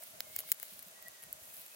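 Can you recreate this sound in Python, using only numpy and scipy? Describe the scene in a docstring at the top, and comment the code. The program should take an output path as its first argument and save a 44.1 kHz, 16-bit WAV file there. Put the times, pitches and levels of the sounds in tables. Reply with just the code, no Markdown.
"""Dry snaps of bursting wood cells come first, bright and close, each bouncing once off the ground.
A small fire burns outdoors under a pot, close to a two-port microphone: dull knocks of shifting
wood and fine crackle are short bursts and clicks, boiling sap fizzes in two bands of noise, steam
whistles faintly as wavering sines, and simmering water hums as clicks ring two modes of the pot.
Flames flutter low in decaying sine puffs over shaped noise, the soft open-air hiss."""
import sys
import numpy as np
from scipy import signal
from scipy.fft import rfft, irfft
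from scipy.io import wavfile
from scipy.ndimage import uniform_filter1d

SR = 44100
rng = np.random.default_rng(int(sys.argv[2]) if len(sys.argv) > 2 else 0)


def persist_wave(psi):
    """Save psi, clipped to +-1, as 16-bit WAV."""
    counts = np.round(np.clip(psi, -1, 1) * 32767).astype(np.int16)
    wavfile.write(sys.argv[1], SR, np.atleast_2d(counts).T)


def how_loud(loudness_db):
    """Turn decibels into a plain amplitude multiplier (0 dB gives 1, 20 dB gives 10)."""
    steps = np.asarray(loudness_db, float) / 20
    return 10 ** steps


N = 77175  # samples, 1.75 s


def curve(table, column):
    """One column of a table, drawn in straight lines over its times to every sample."""
    rows = np.array(table, float)
    return np.interp(np.arange(N) / SR, rows[:, 0], rows[:, column])


def band(x, low_hz, high_hz):
    """Butterworth band-pass."""
    edges = [low_hz, min(high_hz, 0.47 * SR)]
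    return signal.sosfilt(signal.butter(2, edges, "bandpass", fs=SR, output="sos"), x)


def unit(x):
    """Scale to an rms of 1."""
    return x / np.sqrt(np.mean(x ** 2))


def walk(rate):
    """Random levels, rate of them a second, smoothed twice and scaled to an rms of 1."""
    hold = int(SR / rate)
    steps = np.repeat(rng.standard_normal(N // hold + 1), hold)
    return unit(uniform_filter1d(uniform_filter1d(steps, hold), hold)[:N])


def grains(per_s, spread_db):
    """Random clicks whose sizes have a long tail."""
    hits = rng.random(N) < per_s / SR
    size = rng.standard_normal(N)
    return hits * size * how_loud(spread_db * np.minimum(rng.exponential(size=N), 5))


# How alike the two ports hear a spread-out source.
# Each row: frequency in Hz, left-right correlation.
PORT_LIKENESS = [(60, 0.51), (130, 0.97), (290, 0.36), (640, 0.055), (1410, -0.55), (3100, -0.15),
                 (6820, 0.08), (15000, 0.43)]


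def ports(mid, side):
    """Turns mid and side into left and right; the side's share sets the likeness at each frequency."""
    hz = np.fft.rfftfreq(N, 1 / SR) + 1
    points = np.array(PORT_LIKENESS)
    likeness = np.interp(np.log(hz), np.log(points[:, 0]), points[:, 1])
    likeness = np.clip(likeness, -0.95, 0.95)
    side = irfft(rfft(side) * np.sqrt((1 - likeness) / (1 + likeness)), N)
    return np.array([mid + side, mid - side])


def add(out, sound, start_s, pan_db):
    """Places a short sound in the stereo pair; pan_db is left over right."""
    i = max(int(start_s * SR), 0)
    k = min(sound.shape[-1], N - i)
    out[:, i:i + k] += sound[..., :k] * how_loud(np.array([[pan_db], [-pan_db]]) / 2)


# Colour of the open-air hiss around the microphone.
# Each row: frequency in Hz, relative spectral level in dB.
AIR_COLOUR = [(15, -43), (25, -15.5), (92, -7.5), (177, -2.5), (349, -5.5), (422, -5), (510, -1.5),
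              (617, -2.5), (1010, -5), (2530, -4.5), (5570, -5.5), (6040, -3), (12900, -5), (15200, -11.5),
              (16500, -3)]
# Draught over the microphone, heard as bass flutter.
# Each row: time in seconds, bass gain in dB before the random flicker.
BASS_DRAUGHT = [(0, -2), (.1, 2), (.15, 7.5), (.4, 7.5), (.52, 5.5), (.57, -7), (.7, -8), (.74, 4.5),
                (.95, -6.5), (1.05, 3.5), (1.2, -11.5), (1.25, 4.5), (1.4, 2), (1.6, 3.5), (1.66, -13),
                (1.75, -4)]


def air():
    """Open-air hiss as noise shaped in frequency; its bass flutters with the draught."""
    level_db, bass_hz, flicker_db = -57.5, 210, 2.5
    hz = np.fft.rfftfreq(N, 1 / SR) + 1
    points = np.array(AIR_COLOUR)
    colour = how_loud(np.interp(np.log(hz), np.log(points[:, 0]), points[:, 1]))
    hiss = [unit(irfft(rfft(rng.standard_normal(N)) * colour, N)) for _ in range(2)]
    hiss = np.array(hiss) * how_loud(level_db)
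    bass = signal.sosfiltfilt(signal.butter(2, bass_hz, fs=SR, output="sos"), hiss)
    bass_gain = how_loud(curve(BASS_DRAUGHT, 1) + flicker_db * walk(25.1))
    return ports(*(hiss + bass * (bass_gain - 1)))


# Puffs of the flame, low and centred in front of the microphone.
# Each row: start in seconds, envelope peak in dB, frequency in Hz.
FLAME_PUFFS = [(0.131, -66, 107), (0.228, -68, 181), (0.297, -64.5, 117), (0.369, -63, 102),
               (0.717, -60.5, 197), (0.789, -68.5, 258), (0.861, -62, 184), (1.034, -76, 177),
               (1.229, -71, 175), (1.325, -63.5, 78.1), (1.415, -62.5, 91.5)]


def flames():
    """Soft low puffs: sines of random phase that swell smoothly and die away exponentially."""
    rise_s, fall_s = 0.0074, 0.01
    out, t = np.zeros((2, N)), np.arange(5000) / SR
    env = (1 - np.exp(-(t / rise_s) ** 2)) * np.exp(-t / fall_s)
    env = env / env.max()
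    for start_s, peak_db, hz in FLAME_PUFFS:
        tone = np.sin(2 * np.pi * hz * t + 2 * np.pi * rng.random())
        add(out, how_loud(peak_db) * env * tone, start_s, 0)
    return out


# Hum of the pot over the fire.
# Each row: time in seconds, level of the lower mode in dB rms, alike in mid and side before the ports.
POT_HUM = [(0.0, -70), (0.2, -65), (0.34, -69), (0.632, -76), (0.78, -76.5), (0.88, -73), (1.0, -72.5),
           (1.07, -67.5), (1.2, -77), (1.35, -69), (1.5, -69), (1.646, -70.5), (1.75, -75.5)]


def pot():
    """Small bubbles of simmering water knock two narrow modes of the pot."""
    lower_hz, upper_hz, width_hz, upper_db = 623.5, 675, 35, -8

    def ring(clicks, hz):
        return unit(signal.lfilter(*signal.iirpeak(hz, hz / width_hz, SR), clicks))

    pair = []
    for _ in range(2):
        bubbles = grains(per_s=220, spread_db=1.14)
        # reversed in time, the same clicks knock the upper mode at other moments
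        hum = ring(bubbles, lower_hz) + how_loud(upper_db) * ring(bubbles[::-1], upper_hz)
        pair.append(how_loud(curve(POT_HUM, 1)) * hum)
    return ports(*pair)


# Faint whistles of steam from the wood, one list of rows for each.
# Each row: time in seconds, frequency in Hz before the wobble, level in dB rms before flicker and pan.
STEAM_WHISTLES = [
    [(.21, 2180, -68), (.25, 2170, -69), (.29, 2060, -72), (.34, 2190, -67), (.38, 2180, -68),
     (.43, 2130, -73), (.5, 2200, -70), (.53, 2200, -84)],
    [(.94, 1930, -82), (.96, 1932, -67), (1.03, 1920, -71), (1.088, 1935, -62), (1.097, 1930, -82),
     (1.14, 1945, -76), (1.16, 1945, -66), (1.2, 1900, -71), (1.25, 1870, -72), (1.34, 1860, -78),
     (1.42, 1910, -82), (1.47, 1920, -75), (1.49, 1920, -84)],
    [(1.46, 2540, -82), (1.5, 2540, -74), (1.56, 2540, -82), (1.62, 2550, -74), (1.69, 2530, -82),
     (1.75, 2560, -70)],
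]


def whistles():
    """Steam whistles: thin sines with random wobble of pitch and flicker of level."""
    wobble_hz, flicker_db, port_lag_rad = 18, 4, 0.45
    t = np.arange(N) / SR
    out = 0
    for rows, pan_db in zip(STEAM_WHISTLES, (1.5, -1.5, 0)):
        on = (t > rows[0][0]) & (t < rows[-1][0])
        phase = 2 * np.pi * np.cumsum(curve(rows, 1) + wobble_hz * walk(150)) / SR
        gain = on * np.sqrt(2) * how_loud(curve(rows, 2) + flicker_db * walk(50.02))
        left = how_loud(pan_db / 2) * np.sin(phase)
        right = how_loud(-pan_db / 2) * np.sin(phase + port_lag_rad)
        out = out + gain * np.array([left, right])
    return out


# Fizz of sap in the burning wood, levels alike in mid and side before the ports.
# Each row: time in seconds, level of the 8.5-17.5 kHz band in dB rms, level of the 3-8 kHz band in dB rms.
SAP_FIZZ = [(0, -56.5, -74), (.06, -56.5, -63.5), (.17, -61.5, -76), (.3, -55, -69.5), (.38, -52, -57),
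            (.388, -41, -51), (.41, -50, -59.5), (.425, -59.5, -61.5), (.5, -47, -58), (.56, -62.5, -78),
            (.7, -53.5, -60), (.95, -64.5, -80), (1.15, -62, -65), (1.3, -65.5, -86), (1.45, -60.5, -82),
            (1.495, -56, -73.5), (1.52, -57, -72), (1.57, -50.5, -66), (1.63, -54, -60), (1.68, -57.5, -71),
            (1.75, -57, -64)]


def fizz():
    """Dense tiny bursts of boiling sap over their own hiss, in two bands that flicker together."""
    flicker_db, bursts_db = 2, -4  # bursts_db: bursts over the hiss
    flicker = how_loud(flicker_db * walk(60.1))
    pair = []
    for _ in range(2):
        bursts = unit(grains(per_s=2500, spread_db=3)) * how_loud(bursts_db)
        sap = (bursts + rng.standard_normal(N)) * flicker
        high = unit(band(sap, 8500, 17500)) * how_loud(curve(SAP_FIZZ, 1))
        low = unit(band(sap, 3000, 8000)) * how_loud(curve(SAP_FIZZ, 2))
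        pair.append(high + low)
    return ports(*pair)


def crackle():
    """Small random crackle: sparse clicks in the treble that wander between the ports."""
    click_db, pan_db = -51, 1.9  # click_db: before the band-pass
    small = band(grains(per_s=80, spread_db=1.2), 8000, 15000) * how_loud(click_db)
    return small * how_loud(np.outer([1, -1], pan_db * walk(40.5)))


# Dull knocks of shifting wood in the fire.
# Each row: start in seconds, envelope peak in dB before the pan, frequency in Hz, pan in dB left over right.
WOOD_KNOCKS = [(.028, -52, 750, 5), (.39, -54, 420, 0), (.4365, -48, 1000, 5), (.6295, -54, 620, 3),
               (.99, -53, 1100, 0), (1.229, -50, 2300, 0)]


def knocks():
    """Shifting wood knocks dully: a sine that swells and dies within a few cycles."""
    peak_cycles = 0.6  # the envelope peaks here
    out, t = np.zeros((2, N)), np.arange(800) / SR
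    for start_s, peak_db, hz, pan_db in WOOD_KNOCKS:
        x = t * hz / peak_cycles
        env = np.e * x * np.exp(-x)
        add(out, how_loud(peak_db) * env * np.sin(2 * np.pi * hz * t), start_s, pan_db)
    return out


# Modes of the logs that every snap rings.
# Each row: frequency in Hz, sharpness Q, gain in dB.
LOG_RINGS = [(670, 3.5, -2), (1680, 8, -7), (2170, 8, -3), (3010, 10, -8), (4320, 9, -7), (5150, 10, -6),
             (7180, 10, -5)]
SNAP_LEAD = 128  # samples in a snap ahead of its burst


def snap(level_db, ring_hz, high_db, mid_db):
    """A click with bright splinters rings the logs, bounces off the ground and scatters."""
    burst_s, splinter_db, side_db = 0.0002, -9, -14
    bounce_s, bounce_db = 0.00155, -16
    tail_s, tail_db = 0.0015, -21
    t = np.arange(1024) / SR
    chance = rng.standard_normal((4, len(t)))
    side = np.array([[1], [how_loud(side_db)]])  # rows are mid and side
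    burst = how_loud(splinter_db) * np.diff(chance[:2] * np.exp(-t / burst_s), prepend=0) * side
    burst[:, 0] += [1, how_loud(side_db) * chance[1, -1]]
    k = int(bounce_s * SR)
    burst[:, k:] += how_loud(bounce_db) * burst[:, :-k]
    burst += how_loud(tail_db) * chance[2:] * np.exp(-t / tail_s) * side

    hz = np.fft.rfftfreq(len(t), 1 / SR) + 1

    def mode(centre_hz, q):
        return 1 / (1 + 2j * q * (hz / centre_hz - 1))

    logs = sum(how_loud(gain_db) * mode(centre_hz, q) for centre_hz, q, gain_db in LOG_RINGS)
    ring = 0.12 + mode(ring_hz, 6) + logs
    spectrum = rfft(np.roll(burst, SNAP_LEAD, axis=1))

    # four bands, each set by the peak of its mid envelope
    above = [1 / (1 + (edge_hz / hz) ** 6) for edge_hz in (400, 1400, 3500, 9500, 17000)]
    y = 0
    for i, gain_db in enumerate((mid_db - 10, mid_db, high_db, 0)):
        part = irfft(spectrum * (above[i] - above[i + 1]) * ring, len(t))
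        y = y + how_loud(gain_db) * part / np.abs(signal.hilbert(part[0])).max()
    return how_loud(level_db) * np.array([y[0] + y[1], y[0] - y[1]])


# Snaps of bursting wood cells, close to the microphone.
# Each row: time of the burst in seconds, mid peak of the 9.5-17 kHz band in dB before the pan, ring in Hz,
# level of 3.5-9.5 kHz in dB and of 1.4-3.5 kHz in dB (both relative to that peak), pan in dB left over right.
WOOD_SNAPS = [(0.0224, -41, 14600, -8, -13, -4), (0.0255, -40, 15100, -15, -11, -8),
              (0.0364, -29.5, 9900, -7.5, -24, -5), (0.2056, -21, 15000, -3, -10.5, -3.5),
              (0.359, -35, 12500, -11, -25, 6), (0.362, -35, 15300, -8, -33, -6),
              (0.3637, -15, 14300, -12, -23.5, 2.5), (0.3873, -30, 12500, -10, -16, 0),
              (0.39, -21.5, 12600, -2.5, -17.5, -3), (0.396, -30, 12000, -12, -28, 8),
              (0.4033, -38, 12800, -10, -24, 6), (0.4046, -27, 12000, -10, -18, 4),
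              (0.4896, -40.5, 11600, -11, -5, 11), (0.5186, -4.5, 15500, -12, -25.5, 0.5),
              (0.522, -29, 14700, -11, -20, -11), (0.5234, -20.5, 11600, -9, -25.5, 10),
              (0.5254, -29, 14900, -14, -20, 6), (0.5454, -34.5, 14800, -28, -22, 10),
              (0.5998, -34.5, 11100, -5.5, -17.5, 13), (0.6256, -40.5, 14500, -14, -12, 3),
              (0.6297, -21.5, 15000, -17.5, -21, 11), (0.6537, -35, 14800, -17, -24, 6),
              (0.6825, -41, 11600, -5, -21, 6), (0.736, -41, 12600, -7, -20, -3),
              (0.7924, -31, 10800, -10, -21, 2), (0.8256, -34.5, 13300, -17, -23, 3),
              (0.8289, -32, 13800, -13, -35, 2), (0.8842, -36, 14300, -10, -18, -1),
              (0.9132, -41.5, 11100, -10, -24, 3), (1.0254, -34.5, 15000, -12.5, -23, -3),
              (1.0833, -32, 12400, -11, -27, 0), (1.2242, -38, 13500, -19, -24, -2),
              (1.2282, -36, 10500, -16, -21, 0), (1.231, -40, 11700, -15, -15, 0),
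              (1.237, -31.5, 10400, -17, -17, 4), (1.2397, -42, 14700, -12, -11, -6),
              (1.3287, -18, 12650, -27, -37, -3), (1.4361, -39.5, 12600, -17, -20, -1),
              (1.503, -38, 14700, -10, -18, 0), (1.5416, -39.5, 8400, -9, -27, 4),
              (1.5463, -40, 11500, -11, -26, 2), (1.5678, -37.5, 10600, -9, -35, 8),
              (1.6636, -39.5, 11300, -7, -23, -3), (1.6815, -42, 13100, -9, -20, 4)]


def snaps():
    """Wood cells burst one by one, each a dry snap with its own ring and place."""
    out = np.zeros((2, N))
    for burst_s, level_db, ring_hz, high_db, mid_db, pan_db in WOOD_SNAPS:
        sound = snap(level_db, ring_hz, high_db, mid_db)
        add(out, sound, burst_s - SNAP_LEAD / SR, pan_db)
    return out


def scene():
    """All sources at the two ports, from the background to the snaps."""
    return air() + flames() + pot() + whistles() + fizz() + crackle() + knocks() + snaps()


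def low_pass(x):
    """Removes everything above the highest recorded frequency."""
    return signal.sosfilt(signal.butter(12, 17490, fs=SR, output="sos"), x)


def record(dry):
    """The recorder drops the top steeply: two elliptic low-passes, each run forwards and backwards."""
    shelf = signal.ellip(5, 0.1, 15, 16000, fs=SR, output="sos")
    end = signal.ellip(6, 0.1, 35, 17400, fs=SR, output="sos")
    mix = signal.sosfiltfilt(shelf, dry)
    mix = signal.sosfiltfilt(end, mix)
    return low_pass(mix)


dry = scene()
out = record(dry)
persist_wave(out)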